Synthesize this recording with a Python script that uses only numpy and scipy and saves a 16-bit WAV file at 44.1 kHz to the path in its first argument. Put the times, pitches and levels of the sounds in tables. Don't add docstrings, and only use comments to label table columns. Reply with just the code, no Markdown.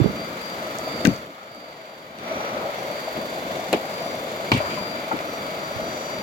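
import sys
import numpy as np
from scipy import signal
from scipy.fft import rfft, irfft, next_fast_len
from scipy.io import wavfile

SR = 44100
rng = np.random.default_rng(int(sys.argv[2]) if len(sys.argv) > 2 else 0)


def nominal_scale(level):
    x = np.asarray(level, float) / 20
    return 10 ** x


def generate_wav(sig):
    pcm = np.round(np.clip(np.atleast_2d(sig).T, -1, 1) * 32767).astype(np.int16)
    wavfile.write(sys.argv[1], SR, pcm)


N = 274302
SIZE = next_fast_len(N)


def curve(table):
    s, *columns = np.transpose(table)
    return [np.interp(np.arange(N) / SR, s, c) for c in columns]


def across(table, hz):
    f, *columns = np.transpose(table)
    return [np.interp(np.log(hz), np.log(f), c) for c in columns]


def walk(rate):
    place = np.arange(N) * rate / SR
    k = place.astype(int)
    values = rng.standard_normal(int(N * rate / SR) + 2)
    share = place - k
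    return 1.15 * (values[k] + (values[k + 1] - values[k]) * share ** 2 * (3 - 2 * share))


def bump(s, length, db):
    return nominal_scale(db) * np.exp(-(2 * (np.arange(N) / SR - s) / length) ** 4)


def add(out, s, pan_db, sound):
    i = int(s * SR)
    n = min(sound.shape[-1], N - i)
    out[:, i:i + n] += sound[..., :n] * nominal_scale(np.array([[pan_db], [-pan_db]]) / 2)


# (frequency [Hz], correlation [-1 to 1], left minus right [dB])
PORT_LIKENESS = [(40, .8, 0), (200, .97, .3), (650, .93, 3.2), (950, 0, 3.3), (1200, -.7, 2.5),
                 (1500, -.78, 2.2), (1900, 0, 1), (2350, .35, 0), (3000, -.25, .3), (4000, .1, 1),
                 (16000, 0, 1)]


def ports(mono, other):
    hz = np.maximum(np.fft.rfftfreq(SIZE, 1 / SR), 1)
    like, pan_db = across(PORT_LIKENESS, hz)
    like = np.clip(like, -.95, .99)
    mid = rfft(mono)
    side = rfft(other) * np.sqrt((1 - like) / (1 + like))
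    left_lag = np.exp(-1j * 0.3 * np.minimum(hz / 700, 1))
    return np.array([(mid + side) * nominal_scale(pan_db / 2) * left_lag, (mid - side) * nominal_scale(-pan_db / 2)]), hz


# (level [dB], change under the hood [dB], change under the hand [dB])
RUMBLE, BOOM, HISS, UPPER, TOP = (-38, 0.63, -1), (-41, 6.6, 1.2), (-39.5, 1, 0.59), (-51, 0.97, -6), (-54, 0.61, -5)
# (time [s], hood overhead [share], hand cupped [share])
PHONE_COVER = [(0, 0, 0.6), (.3, 0, 0.33), (.7, 0.64, .05), (1.0, 0.82, 0.1), (1.4, 0.36, 0.5),
               (2.1, 0.45, 0.57), (2.3, 1, 0.9), (2.55, 1.15, 0.66), (2.85, 1.08, .25), (3.4, 0.96, 0.03),
               (4.3, 1.1, 0.07), (4.7, 0.88, 0), (4.95, 0.93, .3), (5.5, 0.85, 0.1), (6.22, 0.82, 0.3)]


def covered(layer):
    hood_share, hand_share = curve(PHONE_COVER)
    return layer[0] + layer[1] * hood_share + layer[2] * hand_share


FIRING_HZ = 23.6
# (time [s], lag behind the steady rate [cycles])
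IDLE_WANDER = [(0, .72), (3.0, .74), (3.7, .91), (6.22, .9)]


def firings():
    turns = FIRING_HZ * np.arange(N) / SR - curve(IDLE_WANDER)[0] + 2
    cycle, phase = turns.astype(int), turns % 1
    size = nominal_scale(0.68 * rng.standard_normal((cycle.max() + 2, 2)))
    tick = size[cycle, 1] * phase / 0.06 * np.exp(1 - phase / 0.067)
    ahead = turns + .14
    firing = ahead.astype(int)
    since = ahead % 1 - .12
    strong = nominal_scale(1.5 * (-1) ** firing) * size[firing, 0]
    boom = 1 + .3 * strong * np.exp(-(since / .11) ** 2)
    ring_hz = 626 * (1 + 0.079 * rng.standard_normal(cycle.max() + 2))[firing]
    knock = strong * np.exp(-(since / 0.092) ** 2) * np.sin(2 * np.pi * ring_hz * since / FIRING_HZ)
    return boom, tick, knock * nominal_scale(np.array([[1.6], [-1.6]]))


# (frequency [Hz], density [dB per Hz])
BAY_SPECTRUM = [(15, -61), (25, -22), (80, -16.5), (180, -6), (427, -6), (575, -0.5), (1370, -16),
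                (2110, -18.5), (3820, -21.5), (4610, -21), (5280, -30.5), (6050, -31), (8830, -40),
                (14000, -30.5), (16000, -45.5)]
# (frequency [Hz], width [Hz], gain [dB])
CAVITY_MODES = [(643.5, 58, 5.5), (538, 10, 1.5), (2175, 580, 9), (7100, 880, 4.5), (3500, 510, 3),
                (15900, 360, 18)]


def bay_bands(field, hz):
    colour = nominal_scale(across(BAY_SPECTRUM, hz)[0])
    for f, width, db in CAVITY_MODES:
        colour = colour * nominal_scale(db / (1 + (2 * (hz - f) / width) ** 2))
    above = [1 / (1 + (edge / hz) ** 6) for edge in [0, 420, 900, 5300, 9500, 4 * SR]]
    return [irfft(field * colour * (lo - hi), SIZE)[:, :N] for lo, hi in zip(above, above[1:])]


# (time [s], length [s], level [dB])
SLOT_WHISTLES = [
    (.1, 1.1, -53.5),
    (1.203, 1.1, -51),
    (2.428, 0.49, -48.5),
    (4.734, 0.36, -52),
    (5.6, 1.1, -54),
]


def slot_whistle(field, hz):
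    sound = irfft(field / (1 + (2 * (hz - 1284) / 160) ** 2), SIZE)[:, :N]
    return sound, 20 * np.log10(sum(bump(*row) for row in SLOT_WHISTLES) + 1e-6)


def engine():
    boom, tick, knock = firings()
    field, hz = ports(*rng.standard_normal((2, SIZE)))
    rumble, bay, hiss, upper, top = bay_bands(field, hz)
    parts = [(knock, covered(BOOM) - 5),
             (bay * boom, covered(BOOM) + walk(11)),
             (rumble * boom ** 0.25, covered(RUMBLE) + 2 * walk(11)),
             (hiss * (1 + 0.21 * tick), covered(HISS) + 0.58 * walk(17)),
             (top * (1 + 0.73 * tick), covered(TOP) + .5 * walk(53)),
             (upper * (1 + 0.32 * tick), covered(UPPER) + 0.95 * walk(23)),
             slot_whistle(field, hz)]
    return sum(p / p.mean(axis=0).std() * nominal_scale(db) for p, db in parts)


# (multiple of slot pitch, level between swells [dB])
STRONG_LINES = [(3, -61.5), (4, -54), (5, -62), (6, -63)]
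# (multiple of slot pitch, level over the hiss or upper layer [dB])
FAINT_LINES = [(1, -22), (2, -19), (7, -24), (8, -29), (10, -25), (11, -24), (12, -17), (13, -20)]
# (time [s], length [s], level [dB], multiple)
WHINE_SWELLS = [(0.025, .08, -53, 3), (0.076, .06, -51, 4), (.22, 0.13, -43, 4), (0.476, 0.14, -46.5, 4),
                (.66, 0.25, -53.5, 4), (0.94, 0.25, -43.5, 4), (1.125, 0.12, -47.5, 4), (.9, .15, -54, 3),
                (1.616, 0.26, -47, 4), (1.952, 0.41, -54, 4), (3.13, 0.51, -50, 4), (3.97, 0.55, -59, 4),
                (4.743, 0.61, -48.5, 4), (5.85, 1.1, -48.5, 4), (3.45, .5, -52.5, 3), (4.4, 1, -61, 3),
                (.1, .2, -65, 5), (2.85, 0.2, -57, 5), (3.6, 0.26, -60, 5), (4.094, 0.23, -58, 5),
                (4.62, 0.18, -71, 5), (5.322, 0.16, -57, 5), (5.95, 0.7, -53, 5), (3.5, .9, -70, 6),
                (4.454, 0.71, -63, 6), (6.05, .4, -57, 6)]


def alternator():
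    turn = 2 * np.pi * np.cumsum(1173 + .6 * walk(8)) / SR
    stack = []
    for k, db in STRONG_LINES:
        swell = sum(bump(s, length, swell_db) for s, length, swell_db, m in WHINE_SWELLS if m == k)
        stack.append((k, (nominal_scale(db) + swell) * nominal_scale(1.1 * walk(9))))
    for k, db in FAINT_LINES:
        stack.append((k, nominal_scale(db + 1.2 + 2.5 * walk(1.44) + covered(HISS if k < 3 else UPPER))))
    out = np.zeros((2, N))
    for k, gain in stack:
        phase = k * turn
        side = walk(2.51) * np.sin(phase) + 0.14 * walk(2.27) * np.cos(phase)
        out += np.sqrt(2) * gain * (np.sin(phase) + side * np.array([[1], [-1]]))
    return out


# (left minus right [dB], [(time [s], peak [dB], frequency [Hz]), ..]) # A hand bumps
HAND_BURST = (-25.5, [(.001, -15.5, 300), (.007, -20.5, 260), (.012, -14, 136), (.043, -18, 358),
              (.050, -30, 152), (.057, -16.5, 200), (.0605, -19, 496), (.074, -28.5, 154),
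              (.099, -30, 200)])
LATCH_BURST = (6.8, [(1.051, -6, 269), (1.0605, -15, 200), (1.065, -15, 300), (1.0694, -8.5, 384),
               (1.0734, -9, 215), (1.0771, -4, 200), (1.0844, -9, 220), (1.093, -18, 300),
               (1.112, -17, 170), (1.128, -25, 130)])
UNCLIP_BURST = (1.4, [(3.7285, -8.5, 620), (3.732, -7, 440), (3.738, -3.5, 630), (3.744, -11.5, 423),
                (3.749, -12, 300), (3.755, -17, 447), (3.768, -21, 242)])
PROP_BURST = (3.3, [(4.517, -7, 300), (4.528, -11, 137), (4.538, -17, 160), (4.547, -10.5, 252),
              (4.563, -16, 247), (4.573, -19, 126), (4.532, -25, 176), (4.658, -34, 95),
              (4.809, -21.5, 196)])
SETTLE_BURST = (4.9, [(5.131, -20, 290), (5.140, -16.5, 300), (5.147, -26, 310), (5.153, -29, 258),
                (5.125, -20, 500)])
GRIP_BURST = (-23, [(5.757, -36.5, 111), (5.816, -43, 80)])
# (time [s], peak [dB], frequency [Hz], left minus right [dB])
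ROD_RINGS = [
    (4.603, -17, 634, 9),
    (4.639, -23, 602, 5),
    (4.774, -25.5, 1040, 11),
    (5.112, -23, 817, 18),
    (5.1155, -18, 877, 4),
]


def thumps():
    out, t = np.zeros((2, N)), np.arange(SR // 6) / SR
    blows = [(s, db, hz, 47, pan_db) for s, db, hz, pan_db in ROD_RINGS]
    for pan_db, burst in (HAND_BURST, LATCH_BURST, UNCLIP_BURST, PROP_BURST, SETTLE_BURST, GRIP_BURST):
        for s, db, hz in burst:
            cycles = 5.9 - 0.04 * (db + 19)
            blows.append((s, db, hz, cycles, pan_db))
    for s, db, hz, cycles, pan_db in blows:
        shape = (1 - np.exp(-t * hz * 2.7)) * np.exp(-np.log(1000) * t * hz / cycles)
        add(out, s, pan_db, nominal_scale(db) * shape / shape.max() * np.sin(2 * np.pi * hz * t / (1 + 3 * t)))
    return out


# (frequency [Hz], level [dB], t60 [s])
HOOD_MODES = [(80, 2, 0.26), (130, -17, 0.26), (200, -8.5, 0.23), (300, 2, 0.1), (430, 6, 0.061),
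              (925, -0.5, 0.17), (2300, -12.5, 0.32), (3630, -18, 0.41), (7000, -16, 0.49)]


def hood(blows):
    t, tail = np.arange(16384) / SR, 0
    f = np.maximum(np.fft.rfftfreq(16384, 1 / SR), 1)
    for hz, db, t60 in HOOD_MODES:
        noise = rng.standard_normal((2, 16384))
        if hz < 700:
            noise[1] = noise[0] + 0.61 * noise[1]
        ring = irfft(rfft(noise) * np.exp(-(np.log2(f / hz) / 0.35) ** 2))
        ring = ring / ring.std() * np.sqrt(hz / 200)
        tail = tail + nominal_scale(db) * ring * np.exp(-np.log(1000) * t / t60) * (1 - np.exp(-t / 0.0065))
    return nominal_scale(-52.5) * signal.oaconvolve(blows, tail, axes=1)[:, :N]


# (time [s], left minus right [dB],
# [(frequency [Hz], peak [dB], t60 [s], width [share of frequency]), ..])
METAL_STRIKES = [
    (1.051, 11, [(3500, -13, 0.027, 0.77), (2300, -9, 0.024, 0.64), (5900, -15, 0.018, 0.31), (15000, -26, .03, .3)]),
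    (1.054, 15, [(1550, -14, 0.014, 0.15)]),
    (3.7287, 5, [(3000, -13, 0.033, 0.44), (7300, -20.5, 0.012, 0.22), (10500, -21, 0.015, .2), (14500, -17, .02, .3), (3960, -22, 0.028, .25)]),
    (4.5175, 1.7, [(1190, -4, 0.036, 0.97), (2420, -4.5, 0.028, 0.32), (4400, -15, .025, 0.15), (7000, -23, .008, 1.2), (14000, -24, .01, 0.44)]),
    (5.1145, 2.3, [(1370, -16, 0.052, 0.1), (2220, -28, .03, .2)]),
]
# (time [s], peak [dB], frequency [Hz], left minus right [dB])
SPRING_TICKS = [
    (0.7862, -17.5, 6500, -4),
    (.8314, -30, 12500, -4),
    (1.0628, -18, 6460, 5),
    (1.0717, -11.5, 5800, 10),
    (1.1624, -23, 5000, -5),
    (1.548, -30, 9000, -5),
    (2.187, -20, 3100, -2),
    (4.5784, -23, 9000, 7),
    (5.19, -19, 2300, 2),
]
# (time [s], peak [dB], frequency [Hz], t60 [s])
GRIT_SCRAPES = [
    (1.064, -17, 2000, .056),
    (3.7314, -10, 2060, 0.056),
    (3.744, -19, 2900, 0.044),
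    (4.5225, -14, 2600, 0.049),
    (4.5333, -17.5, 2900, 0.098),
    (4.548, -34, 7100, 0.088),
    (4.5558, -17.5, 2300, 0.18),
    (4.6, -22, 1100, 0.23),
    (4.641, -19.5, 1260, 0.28),
    (4.69, -24, 2470, 0.44),
]


def contacts():
    rows = [(s, db, hz, t60, share, pan_db) for s, pan_db, part in METAL_STRIKES for hz, db, t60, share in part]
    rows += [(s, db, hz, .007, 0.95, pan_db) for s, db, hz, pan_db in SPRING_TICKS]
    return rows + [(s, db, hz, t60, 0.66, 0) for s, db, hz, t60 in GRIT_SCRAPES]


def cracks():
    out, t = np.zeros((2, N)), np.arange(4096) / SR
    f = np.maximum(np.fft.rfftfreq(4096, 1 / SR), 1)
    like = np.clip(across(PORT_LIKENESS, f)[0], -.9, .9)
    for s, db, hz, t60, share, pan_db in contacts():
        grit = np.exp(-np.log(1000) * t / t60) * (1 - np.exp(-t / t60 * 30))
        snap = 2.3 * min(1, 0.037 / t60) * np.exp(-t / 0.00024)
        left, other = rfft(rng.standard_normal((2, 4096)) * (grit + snap))
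        pair = np.array([left, like * left + np.sqrt(1 - like ** 2) * other])
        ring = irfft(pair / (1 + 1j * (f / hz - hz / f) / share) ** 2)
        add(out, s, pan_db, nominal_scale(db) * ring / np.abs(ring).max(axis=1, keepdims=True))
    return out


def scene():
    blows = thumps() + cracks()
    return engine() + alternator() + blows + hood(blows)


def band_limit(x):
    return signal.sosfilt(signal.butter(12, 16990, fs=SR, output="sos"), x)


def record(dry):
    t = np.arange(N) / SR
    start_s, fall_s, hold_s, rise_s = 1.113, 0.17, 0.87, 0.27
    steps = np.cumsum([start_s, fall_s, hold_s, rise_s])
    bend = np.where(t > steps[2], 2.6, 1)
    gain = nominal_scale(-9 * np.interp(t, steps, [0, 1, 1, 0]) ** bend)
    low = signal.butter(3, 50, "high", fs=SR, output="sos")
    top = signal.ellip(10, .3, 60, 16000, fs=SR, output="sos")
    heard = signal.sosfilt(np.vstack([low, top]), np.tanh(0.56 * gain * dry) / 0.64)
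    return band_limit(heard)


dry = scene()
out = record(dry)
generate_wav(out)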